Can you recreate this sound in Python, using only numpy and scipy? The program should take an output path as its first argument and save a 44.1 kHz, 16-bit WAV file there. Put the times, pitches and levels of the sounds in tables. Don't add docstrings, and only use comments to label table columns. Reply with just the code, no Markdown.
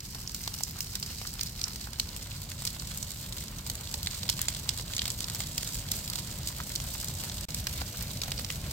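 import sys
import numpy as np
from scipy import signal
from scipy.fft import rfft, irfft
from scipy.io import wavfile
from scipy.ndimage import uniform_filter1d

SR = 44100
rng = np.random.default_rng(int(sys.argv[2]) if len(sys.argv) > 2 else 0)


def wrap_up_sound(samples):
    columns = np.atleast_2d(samples).T
    tamed = np.clip(columns, -1, 1)
    steps = np.round(tamed * 32767).astype(np.int16)
    wavfile.write(sys.argv[1], SR, steps)


N = 384552
EDGE_HZ = 16000
LEAD_S = 0.001205

# start_s, level_db (energy over 1 ms), centre_hz,
# below_db_per_oct, above_db_per_oct, ring_share (of energy, 0-1)
STEAM_POPS = [(0.2754, -26, 5300, 18, 22, 0.083), (0.346, -22, 4970, 5, 3.2, 0.55),
              (0.476, -20.5, 4050, .3, 4.4, 0.65), (0.5401, -26, 4150, 16, 5, .3),
              (0.6069, -29, 815, 18, 4.8, 1), (0.635, -16.5, 9300, 10.5, 17, 0.13),
              (0.806, -20, 2880, 16, 2.6, 0.23), (0.954, -19.5, 4470, 7.4, 6.1, .2),
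              (1.027, -22, 5100, 4.1, 13, 0.88), (1.2145, -29.5, 665, 9.6, 3.8, 0.75),
              (1.2518, -34, 1320, 9, 11, .3), (1.2731, -26, 4940, 21, 6, .25),
              (1.393, -26.5, 3800, 5, 16, .6), (1.4108, -19, 5400, 7, 7.8, .3),
              (1.433, -21.5, 4560, 9.4, 2.6, .2), (1.614, -22, 4170, 7, 6, 0.75),
              (1.6396, -17.5, 5370, 17, 25, 0.52), (1.6808, -27, 5400, 5, 4, .5),
              (1.872, -34, 1500, 1, 12, .6), (1.9974, -13.5, 4600, 8.4, 9, .72),
              (2.164, -27, 10900, 2.8, 11, .35), (2.316, -31, 3200, 8, 12, .4),
              (2.517, -28, 2050, 15, 4, .3), (2.6511, -19.5, 6440, 3.1, 3.7, 0.71),
              (2.6677, -26, 4940, 4.6, 3, .95), (2.6733, -19, 4560, 6.9, 9, .55),
              (2.821, -30.5, 850, 9.9, 1.8, 0.29), (2.797, -27, 5400, 14, 16, .4),
              (2.9733, -25.5, 9900, 9, 12, .8), (3.0274, -23, 9150, 5.4, 23, .3),
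              (3.3245, -27, 4530, 5, 5.3, .35), (3.3682, -28.5, 13000, 3, 3, 0.33),
              (3.438, -30, 11000, 3, 3, .4), (3.665, -27.5, 9150, 2.6, 18, 0.58),
              (3.6987, -19.5, 5340, 3.4, 2.1, 0.75), (3.7532, -26, 8380, 4, 4, .6),
              (3.94, -20, 4550, 5.4, 6, 0.87), (4.03, -24, 4530, 9, 3, .45),
              (4.0602, -26, 4940, 7, 5.5, 0.67), (4.0709, -18.3, 2350, 9, 7, .4),
              (4.232, -24, 5800, 1.5, 14, 0.36), (4.2909, -15, 3750, 5.4, 8.6, 0.14),
              (4.298, -13.5, 6500, 4.6, 7, 0.47), (4.3918, -23, 1440, 7, 2, .7),
              (4.4158, -15.5, 8200, 7.2, 2.2, 0.22), (4.4835, -15, 7500, 2.8, 12, 0.75),
              (4.548, -25.5, 7750, 3.3, 18, .45), (4.6912, -13.5, 4680, 9.7, 7.4, .25),
              (4.7849, -27, 4150, 3, 3, .5), (4.796, -28, 1720, 3, 2.6, 0.95),
              (4.9354, -24, 2050, 15, 3.3, 0.28), (4.9656, -20, 5360, 9.8, 11, .45),
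              (4.9804, -22.5, 2920, 6, 6, .7), (4.9918, -17.5, 3800, 14, 20, 0.59),
              (5.0178, -20, 2670, 9.7, 8.1, 0.65), (5.055, -20.5, 2090, 5.8, 3.7, 0.54),
              (5.079, -21.5, 12900, 1.1, 3, .5), (5.1025, -20.5, 6500, 4.2, 11, 0.63),
              (5.2052, -22, 4530, 10, 4.6, 0.23), (5.2428, -22.5, 4150, 6.3, 10, .1),
              (5.2833, -26.5, 1030, 26, 2.5, 0.64), (5.2989, -24.5, 7670, 5, 10, .35),
              (5.348, -22.5, 4940, 3.5, 2.6, 0.18), (5.4038, -21, 1880, 4.7, 2, 0.46),
              (5.5796, -16.5, 4760, 2.5, 1.4, .4), (5.6305, -23, 4530, 1.6, 2.6, .25),
              (5.6745, -25.5, 8380, 3, 14, .45), (5.7539, -29.5, 1720, 5.5, 3, 0.43),
              (5.9167, -15.5, 10800, 3.7, 12, 0.48), (6.077, -25.5, 3190, 8, 3, .55),
              (6.0998, -22, 7100, 4.6, 3, .3), (6.134, -24.5, 1720, 8, 2.6, 0.39),
              (6.1567, -20.5, 3800, 4.6, 4, 0.22), (6.186, -31, 2050, 8, 8, .55),
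              (6.4734, -20.3, 4500, 11, 3.3, .45), (6.487, -26, 7030, 4.5, 3, .5),
              (6.602, -27, 1330, 19, 12.4, 0.38), (6.753, -24, 13000, 3, 6, 0.87),
              (6.759, -18.5, 5000, 16, 12, .15), (6.801, -26, 5890, 2, 8, 0.28),
              (6.939, -26.5, 10900, 8.9, 3, 0.42), (6.9508, -31, 1210, 13, 7.9, .75),
              (7.0, -27.5, 9990, 2.6, 11, 0.78), (7.0447, -23.5, 11910, 4.8, 6, 0.55),
              (7.0839, -24.5, 10900, 2, 8, .4), (7.2365, -26.5, 11910, 2.4, 11, 0.43),
              (7.297, -26.5, 4940, 5, 19, .2), (7.545, -20, 10800, 5.3, 22, 0.84),
              (7.6693, -18, 2400, 5, 5, .65), (7.815, -24, 1840, 1.5, 10, .9),
              (8.0245, -23.5, 13000, 4.3, 3, 0.27), (8.217, -20.5, 4840, 5, 10, 0.57),
              (8.2352, -22, 3820, 6.5, 8.5, .4), (8.2802, -28, 600, 5, 2.2, 0.93),
              (8.3183, -20, 3800, 2.6, 3.9, .35), (8.378, -27, 5890, 5, 15, 0.66),
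              (8.3938, -26, 600, 2, 1.9, 0.93), (8.4463, -23.5, 5890, 3, 8, .85),
              (8.5022, -22, 2240, 8, 8.2, 0.67)]
def pops():
    out = np.zeros((2, N))
    for start_s, level_db, *timbre in STEAM_POPS:
        pop = burst(*timbre, crack_s=.00026, bounce_gain=.52, lead_gain=.14)
        add(out, start_s - LEAD_S, amp(level_db) * pop)
    return out


# freq_hz, lag_rad
PORT_PHASE = [(100, -1.5), (780, 1), (1600, 1.75), (2000, 1), (2800, 1.06), (3300, 1.55), (4400, 3),
              (6000, 5.5), (7800, 6.5), (9000, 8.5), (15500, 15)]
def burst(centre_hz, below_db_per_oct, above_db_per_oct, ring_share, crack_s=.00025, ring_s=.0026,
          bounce_s=.0028, bounce_gain=.69, mode_gain=.22, lead_gain=.26, size=2048):
    t, hz = np.arange(size) / SR, np.fft.rfftfreq(size, 1 / SR)
    age_s = np.maximum(t - LEAD_S, 0)
    share = np.clip(ring_share, .02, .98)
    grit = rng.standard_normal((5, size))
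    apart = np.clip(hz / 8500, 0, .85)
    bearing = rng.uniform(.73, 1.17)
    lag = np.exp(-1j * bearing * spectrum(PORT_PHASE, hz) * np.array([[0], [1]]))
    tear_s = crack_s * (.5 + share)
    lead_in = lead_gain * np.exp(-2 * abs(t - LEAD_S) / LEAD_S)
    tear = (age_s / tear_s) ** 2 * np.exp(-age_s / tear_s)
    cracks = rfft(grit[:3] * (lead_in + tear))
    crack = cracks[0] * lag * np.sqrt(1 - apart ** 2) + cracks[1:] * apart
    crack *= 1 + bounce_gain * np.exp(-2j * np.pi * hz * bounce_s * rng.uniform(.8, 1.2))
    ring_envelope = np.exp(-age_s / ring_s) * (1 - np.exp(-age_s / tear_s)) ** 2
    splinters = rfft(unit_rms(grit[3:] * ring_envelope))
    crossfeed = splinters[::-1] / (1 + (hz / 900) ** 2)
    ring = (splinters + crossfeed + mode_gain * rfft(stick_modes(age_s, centre_hz))) * lag
    two_sided_hz = abs(np.fft.fftfreq(size, 1 / SR))
    colour_db = wood_db(two_sided_hz, centre_hz, below_db_per_oct, above_db_per_oct)
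    log_gain = np.log(amp(np.maximum(colour_db, -90)))
    colour = np.exp(np.conj(signal.hilbert(log_gain)))[:, :len(hz)]
    sound = np.sqrt(1 - share) * unit_rms(irfft(crack * colour))
    sound += np.sqrt(share) * unit_rms(irfft(ring * colour))
    return unit_rms(sound) * np.sqrt(SR / 1000 / size)


def stick_modes(t, centre_hz, decay_s=.0032, count=4):
    mode_hz = np.minimum(centre_hz * 2 ** rng.normal(0, .302, (count, 1)), EDGE_HZ)
    return unit_rms(np.sum(np.sin(2 * np.pi * mode_hz * t) * np.exp(-t / decay_s), axis=0))


# freq_hz, left_db, right_db
PORT_RESPONSE = [(940, -1, -1), (1270, -3, -4), (1510, -2.5, -1), (1710, -4, -4), (2710, -2, 0),
                 (3180, 1, 3), (4480, 1, 8.5), (6200, 1, 2), (7600, 0.5, 6.5), (8350, 3, 4), (9600, -2, -8),
                 (10900, -4, -2), (12170, 2, 1), (15900, 1.5, -2)]
def wood_db(hz, centre_hz, below_db_per_oct, above_db_per_oct):
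    octaves = np.log2((hz + 1) / centre_hz)
    away = np.hypot(octaves, .3)
    fall_db = below_db_per_oct * (away - octaves) / 2 + above_db_per_oct * (away + octaves) / 2
    low_cut_db = 10 * np.log10(1 + (320 / (hz + 1)) ** 4)
    return spectrum(PORT_RESPONSE, hz) - fall_db - low_cut_db


def snaps(per_s, top_db, range_db, centre_hz, spread_oct, fall_db_per_oct=6):
    out = np.zeros((2, N))
    for slot, (when, softness, thinness, narrowness, splintering) in enumerate(rng.random((200, 5))):
        hz = centre_hz * 2 ** (spread_oct * (2 * thinness - 1))
        slope = fall_db_per_oct * (.5 + narrowness)
        snap = burst(hz, slope, slope, ring_share=.33 + .52 * splintering)
        add(out, (slot + when) / per_s, amp(top_db - range_db * softness) * snap)
    return out


def crackle(level_db, low_hz, high_hz, fall_db_per_oct, per_s, spread_db, sizzle_db, flare_db, count=32):
    sizes = amp(spread_db * np.minimum(rng.exponential(1, N), 3))
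    sizes *= rng.random(N) < per_s / SR
    kind = rng.integers(0, count, N)
    slopes = (fall_db_per_oct, fall_db_per_oct)
    shapes = [burst(hz, *slopes, rng.uniform(.13, .86)) for hz in np.geomspace(low_hz, high_hz, count)]
    ticks = np.zeros((2, N))
    for at in np.flatnonzero(sizes):
        add(ticks, at / SR, sizes[at] * shapes[kind[at]])
    sizzle = amp(sizzle_db) * noise(lambda hz: wood_db(hz, np.sqrt(low_hz * high_hz), *slopes))
    return unit_rms(unit_rms(ticks) + sizzle) * amp(level_db + flare_db * flicker(3.3, 40))


# time_s, twigs_db, needles_db
FUEL_LEVELS = [(0, -51, -49), (.5, -47, -45.5), (1.4, -45.5, -47), (2.0, -47, -51.5), (3.0, -46, -47),
               (3.4, -48.5, -48.5), (4.4, -42.5, -46), (4.75, -45.5, -49), (5.7, -43.5, -45),
               (6.3, -45, -45), (7.2, -44.5, -44), (8.72, -47, -44.5)]
def small_fuel():
    sticks_db = growth_db(start_db=-58, rise_db=4, ease=.4)
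    twigs_db, needles_db = curves(FUEL_LEVELS)
    sticks = crackle(sticks_db, low_hz=928, high_hz=2870, fall_db_per_oct=12.5,
                     per_s=200, spread_db=3.5, sizzle_db=-2.5, flare_db=3)
    twigs = crackle(twigs_db, low_hz=3310, high_hz=6170, fall_db_per_oct=5,
                    per_s=310, spread_db=4.1, sizzle_db=-8, flare_db=1.8)
    needles = crackle(needles_db, low_hz=6820, high_hz=13730, fall_db_per_oct=6.5,
                      per_s=360, spread_db=5.5, sizzle_db=-8, flare_db=1.77)
    return sticks + twigs + needles


# freq_hz, relative_db
RUMBLE_SPECTRUM = [(15, -26), (28, -8.5), (42, -1.5), (65, 0), (95, 0), (140, -2.5), (190, -7), (250, -15),
                   (340, -22.5), (600, -40)]
# freq_hz, relative_db
RUSH_SPECTRUM = [(120, -27), (250, -1.5), (400, 0.5), (600, 1.5), (800, -3.5), (1000, -3), (1300, -14.5),
                 (2500, -8)]
def flame(puff_db=.82, rumble_width=.016, rush_width=.28):
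    puffs = amp(puff_db * flicker(2, 14))
    sides = np.array([[1], [-1]])
    low, low_side = noise(lambda hz: spectrum(RUMBLE_SPECTRUM, hz))
    high, high_side = noise(lambda hz: spectrum(RUSH_SPECTRUM, hz) - 10 * np.log10(1 + (hz / 3000) ** 4))
    rumble = (low + rumble_width * sides * low_side) * amp(growth_db(-43.5, rise_db=4.5, ease=1.1))
    rush = (high + rush_width * sides * high_side) * amp(growth_db(-63.3, rise_db=10.3, ease=.53))
    return puffs * (rumble + rush)


def breeze(level_db=-66, corner_hz=70, gust_db=3):
    stir = noise(lambda hz: -10 * np.log10((1 + (hz / corner_hz) ** 4) * (1 + (20 / (hz + 1)) ** 4)))
    return stir * amp(level_db + gust_db * flicker(.31, 4.5))


def scatter(x, wet_db, t60_s=.2):
    t = np.arange(SR // 2) / SR
    taps = rng.standard_normal((2, len(t))) * (rng.random((2, len(t))) < .05)
    taps *= amp(-60 * t / t60_s) * (t > .004)
    taps /= np.linalg.norm(taps, axis=1, keepdims=True)
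    return x + amp(wet_db) * signal.oaconvolve(x, taps, axes=1)[:, :N]


AIM_BANDS_HZ = (385, 590, 950, 2350, 3500, 5400, 7700)
# start_s, end_s, then gain_db for each band
AIM_HOLDS = [(0, 1.6, 3, -4.5, -.5, -0.082, -4, 3, -1.5), (2.4, 7.4, -.5, 1, 1, -0.51, 0, -0.2, 1.31),
             (7.5, 8.72, -2, 1.5, -2.5, 2.1, 0.5, 0, -1.2)]
def microphone_aim(x, q=5.7):
    held = [(s, *gains_db) for start_s, end_s, *gains_db in AIM_HOLDS for s in (start_s, end_s)]
    bands = [signal.lfilter(*signal.iirpeak(hz, q, fs=SR), x) for hz in AIM_BANDS_HZ]
    return x + sum((amp(db) - 1) * band for db, band in zip(curves(held), bands))


def growth_db(start_db, rise_db, ease):
    return start_db + rise_db * np.linspace(0, 1, N) ** ease


def flicker(slow_hz, fast_hz, count=30):
    t = np.linspace(0, N / SR, 2000)
    rates_hz = np.geomspace(slow_hz, fast_hz, count)
    wave = sum(np.sin(2 * np.pi * (hz * t + rng.random())) / np.sqrt(hz) for hz in rates_hz)
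    return np.interp(np.arange(N) / SR, t, unit_rms(wave))


def noise(colour_db):
    hz = np.fft.rfftfreq(N, 1 / SR)
    return unit_rms(irfft(rfft(rng.standard_normal((2, N))) * amp(colour_db(hz)), N))


def spectrum(rows, hz):
    freq_hz, *columns = np.transpose(rows)
    return np.array([np.interp(np.log(hz + 1), np.log(freq_hz + 1), column) for column in columns])


def curves(rows):
    time_s, *columns = np.transpose(rows)
    return [np.interp(np.arange(N) / SR, time_s, column) for column in columns]


def add(mix, start_s, sound):
    part = mix[:, max(round(start_s * SR), 0):][:, :sound.shape[1]]
    part += sound[:, :part.shape[1]]


def amp(db):
    return 10 ** (np.asarray(db) / 20)


def unit_rms(x):
    return x / np.sqrt(np.mean(x ** 2) + 1e-20)


def scene():
    crackling = small_fuel()
    thin = snaps(per_s=9, top_db=-27.5, range_db=4, centre_hz=6920, spread_oct=.9)
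    thick = snaps(per_s=2.5, top_db=-31, range_db=4.5, centre_hz=1500, spread_oct=.91)
    thick *= amp(growth_db(-6.5, rise_db=4.5, ease=.8))
    outer = scatter(pops() + thin + thick, wet_db=-13.5)
    inner = scatter(crackling, wet_db=-8.5)
    return microphone_aim(outer + inner + flame()) + breeze()


# start_s, end_s
DROPOUT_S = (7.453, 7.485)
def record(dry, dropout_db=-32):
    t = np.arange(N) / SR
    start_s, end_s = DROPOUT_S
    gain = uniform_filter1d(np.where((t > start_s) & (t < end_s), amp(dropout_db), 1.), size=60)
    lowpass = signal.firwin(255, EDGE_HZ, window=("kaiser", 9), fs=SR)
    return signal.oaconvolve(dry * gain, lowpass[None], "same")


dry = scene()
out = record(dry)
wrap_up_sound(out)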